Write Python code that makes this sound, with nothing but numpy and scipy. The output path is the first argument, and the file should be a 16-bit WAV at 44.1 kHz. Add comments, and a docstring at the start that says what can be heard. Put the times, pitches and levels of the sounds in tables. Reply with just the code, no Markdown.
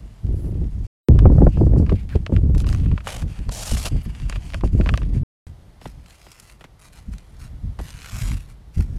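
"""Wind buffets the microphone over faint garden air, in three passages parted by silence.
Hands rub an open notebook; a page is turned, ripped out in three pulls and flexed so that it snaps.
Friction makes the rasp, breaking fibres the rip, and sudden buckling the snaps. Then a boot treads
a spade into turf: impacts knock, the steel rings faintly, and soil and roots crackle as they fracture."""
import sys
import numpy as np
from scipy import signal
from scipy.fft import rfft, irfft
from scipy.io import wavfile
from scipy.ndimage import uniform_filter1d, minimum_filter1d, map_coordinates

SR = 44100
rng = np.random.default_rng(int(sys.argv[2]) if len(sys.argv) > 2 else 0)


def dump(signal):
    """Clip the signal to [-1, 1] and save it as 16-bit WAV at the path in sys.argv[1]."""
    limited = np.clip(np.atleast_2d(signal).T, -1, 1)
    pcm = np.round(limited * 32767).astype(np.int16)
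    wavfile.write(sys.argv[1], SR, pcm)


N = 396018

# audible passages: start/s, end/s
PASSAGES = [(0, .869), (1.086, 5.234), (5.468, 9)]
# air flow underlying the gusts: t/s, level/dB
BREEZE_LEVELS = [(0, -43), (.85, -42), (1.2, -12), (2.05, -28.5), (3.1, -34), (5.2, -33), (5.47, -45),
                 (6.4, -52.5), (7.3, -43), (8.95, -41)]
# gusts: t/s, length/s, level/dB, relative level of small eddies/dB
WIND_GUSTS = [(0, 0.057, -34.5, -17.5), (0.227, 0.12, -19.5, -19), (.33, 0.3, -24.5, -14),
              (0.535, .13, -20, -18.5), (0.713, 0.15, -22.5, -28), (1.075, 0.12, -8.5, -20),
              (1.214, 0.24, -8.5, -13.5), (1.589, .25, -12.5, -14.5), (1.864, 0.081, -14.5, -17.5),
              (2.142, 0.035, -16, -27), (2.324, 0.33, -14, -20.5), (2.532, 0.41, -15.5, -23.5),
              (3.202, 0.081, -20.5, -21.5), (3.372, 0.039, -23.5, -20), (3.46, 0.037, -19, -23),
              (3.704, 0.039, -12, -25), (3.906, 0.052, -13, -17), (4.051, 0.042, -20.5, -21),
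              (4.199, 0.2, -24.5, -39), (4.536, 0.043, -17.5, -28), (4.621, 0.048, -13, -23),
              (4.721, 0.21, -15, -21), (4.984, 0.24, -17, -23), (5.446, 0.089, -35, -28),
              (5.83, 0.2, -41, -32), (7.07, 0.07, -26.5, -48), (7.368, 0.31, -36, -42),
              (7.615, 0.087, -22.5, -39), (7.779, 0.026, -20.5, -39), (7.932, 0.021, -33.5, -31),
              (8.117, 0.046, -28.5, -25), (8.207, 0.15, -20, -34), (8.759, 0.045, -17, -24.5),
              (8.823, .15, -28, -24)]
# sudden puffs of air: t/s, level/dB, relative sputter/dB
AIR_PUFFS = [(1.086, -3.5, -21.5), (1.255, 0.5, -9), (1.299, -3.5, -23.5), (1.382, -5, -17.5),
             (1.417, -3, -14), (1.467, -2, -2), (1.572, -10.5, -12), (1.609, -4, -18), (1.76, -12, -12),
             (1.798, -4, -24), (1.919, -12, -7), (2.152, -11, -15.5), (2.295, -17.5, -20),
             (2.322, -8.5, -22), (3.715, -26, -3.5), (4.636, -6.5, -10.5), (4.799, -10, -24),
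             (5.148, -20.5, -27)]
# hands and pages sliding over paper: t/s, length/s, rasp/dB, relative hiss/dB
PAPER_SLIDES = [(0.34, 0.14, -69, 4), (0.83, 0.067, -56, 0.5), (1.102, .14, -58.5, -4.5),
                (1.3, 0.37, -63, 3), (1.762, 0.021, -50, 3), (1.868, 0.14, -53, -6.5),
                (2.08, 0.077, -47.5, -9.5), (2.306, 0.041, -52, -4.5), (2.793, 0.21, -57, -7),
                (3.265, 0.12, -51, -2.5), (3.36, 0.19, -56, -4), (3.88, 0.38, -51.5, -3.5),
                (4.271, 0.093, -45, -4.5), (4.392, 0.19, -51, -1.5), (4.625, 0.018, -40.5, -1.5),
                (4.71, 0.29, -53.5, -0.5), (5.016, 0.12, -58.5, -4), (5.121, 0.045, -50, -2)]
# strokes of page on page: midpoint t/s, length/s, level/dB, f/Hz
PAGE_SWISHES = [(.43, 0.31, -61.5, 10550), (1.554, .14, -53, 2630), (1.99, 0.11, -54, 2300),
                (2.127, .08, -47, 1590), (4.043, 0.045, -53.5, 10900), (4.229, 0.1, -68, 2600),
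                (4.467, .1, -59.5, 8040)]
# folds popping through: t/s, level/dB, relative crack/dB, f/Hz
SHEET_SNAPS = [(1.1895, -21.5, -11, 1030), (1.8644, -31.5, -18, 1110), (1.8944, -22.5, -47, 1070),
               (2.264, -20.5, -9, 1645), (2.364, -24, -11, 1500), (2.5482, -30, -4, 1050),
               (2.603, -30, 6, 1300), (2.6433, -30.5, -20, 1090), (2.668, -30, 0.5, 1050),
               (2.6898, -31.5, 8.5, 1380), (2.728, -26, -0.5, 1220), (2.7476, -28.5, 1, 1110),
               (2.86, -33.5, -24, 1310), (2.9145, -30, -23, 1010), (2.9777, -23, -28, 1070),
               (3.005, -32.5, -21, 1400), (3.071, -16, -28, 970), (3.0872, -26, -12, 1150),
               (3.2236, -32, -22, 1120), (3.4925, -22.5, -4.5, 1030), (3.7691, -25, -13.5, 1510),
               (3.8556, -22, -8.5, 2920), (3.8704, -26, -10.5, 3100), (4.2974, -24.5, 4, 1156),
               (4.325, -24, -14, 1420), (4.3585, -26, -18, 1270), (4.5357, -24.5, -16, 1810),
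               (4.5438, -20, -8, 1550), (4.6098, -29.5, -8, 1130), (4.8108, -24, -34, 1530),
               (4.8607, -20.5, -27, 1030), (4.873, -25, -14.5, 1110), (4.8908, -11.5, -15, 1650),
               (4.9396, -16, -20, 1250), (4.9755, -19.5, -2, 1680), (5.018, -30, -24, 1030),
               (5.0318, -36, -2, 1820)]
# tugs tearing along the spine: t/s, length/s, sheet/dB, fibres/dB, fade over the tug/dB
PAGE_TUGS = [(2.537, 0.015, -52.5, -52, 2), (2.566, 0.054, -47.5, -49.5, 0.5), (2.649, 0.14, -46, -52.5, 3),
             (2.774, 0.08, -50.5, -61, 3.5), (3.034, .03, -54, -57.5, -3.5), (3.056, 0.17, -34, -40, 9.5),
             (3.505, 0.38, -40, -37, 0.5), (3.841, 0.027, -32.5, -36.5, -5)]
# boots and blade scuffing grass: t/s, length/s, starting level/dB
GRASS_SCUFFS = [(5.438, 0.025, -57.5), (5.796, 0.099, -57.5), (5.9, .15, -68.5), (6.046, 0.107, -57.5),
                (6.165, .36, -57), (6.583, 0.024, -62), (6.779, 0.088, -55), (6.909, 0.081, -55.5),
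                (7.003, .37, -68), (7.102, 0.029, -56.5), (7.176, .02, -65), (7.373, 0.079, -54),
                (8.461, 0.047, -59.5), (8.724, .1, -53.5), (8.85, .12, -65.5)]
# modes of the steel blade: f/Hz, relative level/dB, T60/s
BLADE_MODES = [(1410, -3, .15), (2040, 2, .18), (2430, -1, .18), (2760, 0, 0.17)]
# crunch of the blade sinking into turf: t/s, level/dB
BLADE_THRUST = [(7.8, -51), (7.89, -46.5), (7.94, -52.5), (8.09, -44), (8.2, -38.5), (8.32, -42),
                (8.46, -59.5)]
# boot striking spade: t/s, level/dB, relative grit/dB
BOOT_KNOCKS = [(5.814, -34.5, -5), (5.856, -21, -10), (6.266, -36.5, -2.5), (6.609, -35.5, -1),
               (6.641, -33, 0), (7.789, -26.5, -6), (7.799, -23.5, -24)]
# roots and stalks breaking: t/s, level/dB, f/Hz
ROOT_SNAPS = [(6.0605, -37.5, 2690), (6.107, -37, 3100), (6.2158, -39.5, 2180), (6.317, -33, 5070),
              (6.3989, -31, 8750), (6.498, -37, 2050), (7.1365, -36, 1980), (7.1825, -36, 3840),
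              (7.9043, -31, 5180), (7.94, -34.5, 2190), (7.9889, -31, 2580), (8.018, -31, 2630),
              (8.045, -28.5, 1410), (8.0594, -30.5, 1420), (8.158, -29.5, 2080), (8.218, -27, 2450),
              (8.277, -32, 2350), (8.3162, -25, 1490), (8.8067, -29.5, 1190)]

# spectra of moving air: f/Hz, relative density level/dB
BUFFET_SPECTRUM = [(12, -19.5), (25, -3.5), (48, 6), (100, -2.5), (170, -10), (260, -21.5), (400, -38.5),
                   (800, -82), (2000, -120)]
EDDY_SPECTRUM = [(100, -38), (200, 0), (290, 5.5), (450, -4), (700, -16), (1100, -29), (2000, -44.5),
                 (5000, -78.5)]
GARDEN_SPECTRUM = [(180, -25.5), (300, -3), (528, -5), (701, -5), (1660, -14.5), (1970, -13), (2520, -19.5),
                   (3240, -16.5), (7950, -26), (9880, -25), (13100, -30.5), (15000, -37), (16000, -62.5)]
PUSH_SPECTRUM = [(30, -9.5), (90, 2.5), (250, -3), (450, -14.5), (900, -33), (3000, -88)]
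SPUTTER_SPECTRUM = [(150, -10.5), (450, 7), (750, -1), (1300, -13.5), (2500, -33.5), (6000, -73.5)]
# spectra of paper: f/Hz, relative density level/dB
RASP_SPECTRUM = [(300, -22.5), (700, 2), (1100, -2.5), (1900, -1.5), (2750, 2), (3600, -1), (5000, -2),
                 (8000, -24), (16000, -53.5)]
HISS_SPECTRUM = [(2000, -15.5), (4500, 8.5), (7000, 2), (9500, -2), (11500, -7), (13500, -19.5),
                 (16000, -32)]
CRINKLE_SPECTRUM = [(300, -19), (700, -4.5), (1150, 0), (2700, 1.5), (5000, -6), (9000, -17), (16000, -32)]
FLAP_SPECTRUM = [(200, -13.5), (600, 0.5), (900, -9.5), (1150, -0.5), (1400, -7), (1660, -8), (2100, -12.5),
                 (2600, -4.5), (3600, -15.5), (6000, -26), (12000, -49.5), (16000, -65.5)]
CRACK_SPECTRUM = [(600, -16), (2500, -3.5), (5000, 2.5), (9000, -7), (12000, -18.5), (16000, -26.5)]
TORN_SPECTRUM = [(150, 2), (400, 0), (650, 10), (1000, 1), (1400, -0.5), (1900, -1), (3000, 1), (4000, -10),
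                 (7000, -34)]
FIBRE_SPECTRUM = [(1500, -46), (3000, -9.5), (4800, 0), (6500, 0), (7700, -0.5), (8800, -3), (10500, -4.5),
                  (12500, -9), (13700, -18), (16000, -30.5)]
# spectra of digging: f/Hz, relative density level/dB
SOIL_SPECTRUM = [(290, -17), (500, -10), (688, -7), (795, -6), (1530, -1.5), (1670, -5.5), (2460, -2.5),
                 (3700, -9), (4030, -6.5), (7000, -8.5), (10200, -10), (13100, -16.5), (16000, -33.5)]
THUD_SPECTRUM = [(50, 3), (150, 16), (400, -5.5), (900, -27.5), (1500, -30), (4000, -47.5)]
GRIT_SPECTRUM = [(400, -2.5), (1400, 6.5), (3000, 3), (5000, -8.5), (11000, -15.5), (16000, -27)]

GUST_ATTACK_S, GUST_T60_S, EDDY_T60_S, GUST_SAG_DB = 0.022, 0.2, 0.064, 0.53
BREEZE_EDDIES_DB, GARDEN_DB = -24.5, -59.5
SLIDE_ATTACK_S, SLIDE_T60_S, SLIDE_SAG_DB, SLIDE_CRINKLE_DB = 0.031, .16, 1.5, -7.5
GRIP_DB, GRIP_END_S = -66.5, 4.3  # fingers shifting on the book
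TUG_ATTACK_S, TUG_T60_S, TUG_ARCH_DB, TUG_CRINKLE_DB = .02, 0.049, 2, -11
CREEP_BREAKS_PER_S, EXTRA_BREAKS_PER_S, RUNNING_DB = 740, 7500, -35  # extra rate at RUNNING_DB
SCUFF_ATTACK_S, SCUFF_T60_S, SCUFF_RISE_DB, BLADE_RING_DB = 0.029, 0.16, 3.5, -14.5


def amp(db):
    """Amplitude grows tenfold per 20 dB."""
    return 10 ** (np.asarray(db) / 20)


def unit(x):
    """Normalisation to rms 1."""
    return x / np.sqrt(np.mean(x ** 2) + 1e-20)


def peaked(x):
    """Normalisation to peak 1."""
    return x / (np.abs(x).max() + 1e-20)


def clock(seconds):
    """Uniform sampling of a duration, as t/s."""
    return np.arange(int(seconds * SR)) / SR


def add(track, s, sound):
    """Superposition of a sound on the track at time s."""
    part = track[round(s * SR):][:len(sound)]
    part += sound[:len(part)]


def wobble(rate):
    """Spline interpolation through random knots, rate a second."""
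    knots = np.linspace(0, N * rate / SR, N // 20)
    smooth = map_coordinates(rng.standard_normal(int(knots[-1]) + 4), [knots])
    return np.interp(np.arange(N) * rate / SR, knots, smooth)


def curve(rows):
    """Interpolation of (t/s, level/dB) points as a gain, silent beyond them."""
    s, db = np.transpose(rows)
    t = np.arange(N) / SR
    inside = np.interp(t, [s[0] - .012, s[0], s[-1], s[-1] + .012], [0, 1, 1, 0])
    return amp(np.interp(t, s, db)) * inside


def swells(rows, attack, t60, arch_db=0):
    """Incoherent sounds add in power: the joint gain of (t/s, length/s, level/dB, fade/dB) gestures."""
    power = np.zeros(N)
    for s, length, db, fade_db in rows:
        t = clock(length + t60)
        progress = np.minimum(t / length, 1)
        hold_db = db - fade_db * progress + arch_db * np.sin(np.pi * progress)
        decay_db = 60 * np.maximum(t - length, 0) / t60
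        rise = np.sin(np.pi / 2 * np.minimum(t / attack, 1)) ** 2
        add(power, max(s, 0), (rise * amp(hold_db - decay_db)) ** 2)
    return np.sqrt(power)


def colour(x, points, size=8192):
    """Minimum-phase filtering through (f/Hz, level/dB) points, to rms 1."""
    hz, db = np.transpose(points)
    log_hz = np.log(np.fft.rfftfreq(size, 1 / SR) + 1)
    cepstrum = irfft(np.log(amp(np.interp(log_hz, np.log(hz), db))))
    cepstrum[1:size // 2] *= 2
    cepstrum[size // 2 + 1:] = 0
    response = irfft(np.exp(rfft(cepstrum)))
    return unit(signal.oaconvolve(x, response)[:len(x)])


def steady(x, seconds):
    """Division by the running rms evens out slow swells and keeps the fine grain."""
    power = uniform_filter1d(x * x, max(int(seconds * SR), 2))
    return x / np.sqrt(np.abs(power) + 1e-9)


def drifting(x, depth_db):
    """Resonances come and go as the sounding surface changes shape."""
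    spectra = signal.stft(x, nperseg=512)[2]
    field = uniform_filter1d(rng.standard_normal(spectra.shape), size=3, axis=0)
    field = uniform_filter1d(field, size=24, axis=1)
    return unit(signal.istft(spectra * amp(depth_db * unit(field)), nperseg=512)[1][:N])


def grains(rate, spread_db, clump_db, clump_rate):
    """Shot noise: random impulses, rate a second, swelling in clumps."""
    sizes = amp(spread_db * np.clip(rng.standard_normal(N), -2, 2)) * rng.choice([-1, 1], N)
    arrivals = rng.random(N) < rate / SR
    return unit(arrivals * sizes * amp(clump_db * wobble(clump_rate)))


def burst(t, t60, spectrum):
    """Exponential decay of coloured noise, peak 1."""
    return peaked(colour(rng.standard_normal(len(t)) * amp(-60 * t / t60), spectrum))


def bending_wave(t, high_hz, low_hz, fall, t60):
    """Dispersion: in a thin plate high notes travel fastest, so a blow arrives as a falling chirp."""
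    cycles = low_hz * t + (high_hz - low_hz) * fall * (1 - np.exp(-t / fall))
    onset = 1 - np.exp(-t * high_hz)
    return peaked(np.sin(2 * np.pi * cycles) * amp(-60 * t / t60) * onset)


def wind():
    """Turbulence: large eddies shake the diaphragm; small ones sputter on its strongest swings."""
    gusts = [(s, length, db, GUST_SAG_DB) for s, length, db, _ in WIND_GUSTS]
    whirls = [(s, length, db + eddy_db, GUST_SAG_DB) for s, length, db, eddy_db in WIND_GUSTS]
    breeze = curve(BREEZE_LEVELS)
    buffet_gain = np.hypot(breeze, swells(gusts, GUST_ATTACK_S, GUST_T60_S))
    eddy_gain = np.hypot(amp(BREEZE_EDDIES_DB) * breeze, swells(whirls, GUST_ATTACK_S, EDDY_T60_S))
    swing = steady(colour(rng.standard_normal(N), BUFFET_SPECTRUM), seconds=.035)
    packets = unit(amp(2.3 * wobble(32)))  # eddies arrive in groups
    vortices = grains(rate=450, spread_db=2, clump_db=4, clump_rate=90) * (0.4 + np.abs(swing))
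    flutter = steady(colour(vortices, EDDY_SPECTRUM), seconds=0.068)
    out = packets * (buffet_gain * swing + eddy_gain * flutter)
    t = clock(.1)
    for s, db, sputter_db in AIR_PUFFS:
        push = burst(t, t60=0.069, spectrum=PUSH_SPECTRUM)
        sputter = burst(t, t60=0.03, spectrum=SPUTTER_SPECTRUM)
        add(out, s, amp(db) * (push + amp(sputter_db) * sputter))
    return out


def garden_air():
    """Ambient noise: a faint broadband wash, drifting slowly in level."""
    drift = amp(1.4 * wobble(2.5))
    return amp(GARDEN_DB) * drift * colour(rng.standard_normal(N), GARDEN_SPECTRUM)


def paper_sliding():
    """Friction of skin and paper on paper: the sheet rasps, its surface hisses, quick strokes swish."""
    rasps = [(s, length, db, SLIDE_SAG_DB) for s, length, db, _ in PAPER_SLIDES]
    hisses = [(s, length, db + hiss_db, SLIDE_SAG_DB) for s, length, db, hiss_db in PAPER_SLIDES]
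    grip = amp(GRIP_DB) * (np.arange(N) / SR < GRIP_END_S)
    rasp_gain = np.hypot(grip, swells(rasps, SLIDE_ATTACK_S, SLIDE_T60_S))
    hiss_gain = np.hypot(grip, swells(hisses, SLIDE_ATTACK_S, SLIDE_T60_S))
    rub = steady(grains(rate=6900, spread_db=0, clump_db=5.5, clump_rate=52), seconds=0.028)
    rub = drifting(rub, depth_db=2.2)
    rasp = colour(rub, RASP_SPECTRUM) + amp(SLIDE_CRINKLE_DB) * crinkles()
    out = rasp_gain * rasp + hiss_gain * colour(rub, HISS_SPECTRUM)
    for s, length, db, hz in PAGE_SWISHES:
        swell = np.hanning(len(clock(length)))
        band = [(hz / 4, -32), (hz * 0.79, -13), (hz, 0), (hz * 1.3, -14), (hz * 4, -35)]
        stroke = colour(rng.standard_normal(len(swell)), band)
        add(out, s - length / 2, amp(db) * swell * stroke)
    return out


def crinkles():
    """Local buckling: tiny creases in a moving sheet give way as sparse ticks, rms 1."""
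    return colour(grains(rate=55, spread_db=8, clump_db=2.5, clump_rate=14), CRINKLE_SPECTRUM)


def sheet_buckling():
    """Snap-through of a fold gives a dry crack, a bending wave and a flap of the whole sheet."""
    out, t = np.zeros(N), clock(.07)
    for s, db, crack_db, hz in SHEET_SNAPS:
        pop = bending_wave(t, high_hz=hz * 3.1, low_hz=hz * 0.94, fall=0.00045, t60=0.015)
        flap = burst(t, t60=0.035, spectrum=FLAP_SPECTRUM)
        crack = burst(t, t60=0.0067, spectrum=CRACK_SPECTRUM)
        add(out, s, amp(db) * (amp(-3.5) * (pop + flap) + amp(crack_db) * crack))
    return out


def page_tearing():
    """Fracture: fibres break faster in a hard tug, and the shaken sheet radiates the lower rasp."""
    sheet_tugs = [(s, length, db, fade_db) for s, length, db, _, fade_db in PAGE_TUGS]
    fibre_tugs = [(s, length, db, fade_db) for s, length, _, db, fade_db in PAGE_TUGS]
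    sheet_gain = swells(sheet_tugs, TUG_ATTACK_S, TUG_T60_S)
    fibre_gain = swells(fibre_tugs, TUG_ATTACK_S, TUG_T60_S, TUG_ARCH_DB)
    rate = CREEP_BREAKS_PER_S + EXTRA_BREAKS_PER_S * fibre_gain / amp(RUNNING_DB)
    breaks = grains(rate, spread_db=4.5, clump_db=2.4, clump_rate=200)
    breaks = drifting(steady(breaks, seconds=.03), depth_db=1.6)
    breaks *= unit(amp(1.6 * wobble(65)))  # the tear catches and runs on
    rasp = colour(breaks, TORN_SPECTRUM) + amp(TUG_CRINKLE_DB) * crinkles()
    return sheet_gain * rasp + fibre_gain * colour(breaks, FIBRE_SPECTRUM)


def spade_scraping():
    """Granular friction: soil crunches along the blade; surface scuffs also excite the steel's modes."""
    scuffs = [(s, length, db, -SCUFF_RISE_DB) for s, length, db in GRASS_SCUFFS]
    scuff_gain = swells(scuffs, SCUFF_ATTACK_S, SCUFF_T60_S)
    crumbs = steady(grains(rate=2200, spread_db=5, clump_db=2, clump_rate=130), seconds=.04)
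    crunch = colour(drifting(crumbs, depth_db=3.3), SOIL_SPECTRUM)
    t = clock(.4)
    steel = sum(amp(db - 60 * t / t60) * np.sin(2 * np.pi * hz * t) for hz, db, t60 in BLADE_MODES)
    ring = signal.oaconvolve(scuff_gain * crumbs, steel / np.linalg.norm(steel))[:N]
    return np.hypot(scuff_gain, curve(BLADE_THRUST)) * crunch + amp(BLADE_RING_DB) * ring


def boot_knocks():
    """Impact on the spade's tread: a thud, grit and a bending wave that the earth quickly damps."""
    out, t = np.zeros(N), clock(.09)
    for s, db, grit_db in BOOT_KNOCKS:
        blade = bending_wave(t, high_hz=1272, low_hz=205, fall=0.00438, t60=0.081)
        thud = burst(t, t60=0.11, spectrum=THUD_SPECTRUM)
        grit = burst(t, t60=0.06, spectrum=GRIT_SPECTRUM)
        add(out, s, amp(db) * (amp(-7.5) * blade + amp(-9) * thud + amp(grit_db) * grit))
    return out


def roots_snapping():
    """Fracture of single roots and stalks, each snap filtered by the turf."""
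    out, t = np.zeros(N), clock(.09)
    for s, db, hz in ROOT_SNAPS:
        snap = burst(t, t60=0.019, spectrum=[(hz / 5, -14), (hz, 0), (hz * 5, -10)])
        add(out, s, amp(db) * peaked(colour(snap, SOIL_SPECTRUM)))
    return out


def scene():
    """Superposition: the pressures of all sources add at one microphone."""
    air = wind() + garden_air()
    paper = paper_sliding() + sheet_buckling() + page_tearing()
    digging = spade_scraping() + boot_knocks() + roots_snapping()
    return (air + paper + digging)[None]


def record(dry):
    """Limiting holds the strongest gusts, gating parts the passages, and a low-pass cuts the top."""
    ceiling, top_hz = .93, 16000
    t = np.arange(N) / SR
    gate = sum((t >= start) * np.clip((end - t) / .002, 0, 1) for start, end in PASSAGES)
    peaks = -minimum_filter1d(-np.abs(dry), size=221)
    limiter = uniform_filter1d(ceiling / np.maximum(peaks, ceiling), size=221)
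    passband = np.fft.rfftfreq(N, 1 / SR) < top_hz
    return irfft(rfft(dry * limiter * gate) * passband, N)


dry = scene()
out = record(dry)
dump(out)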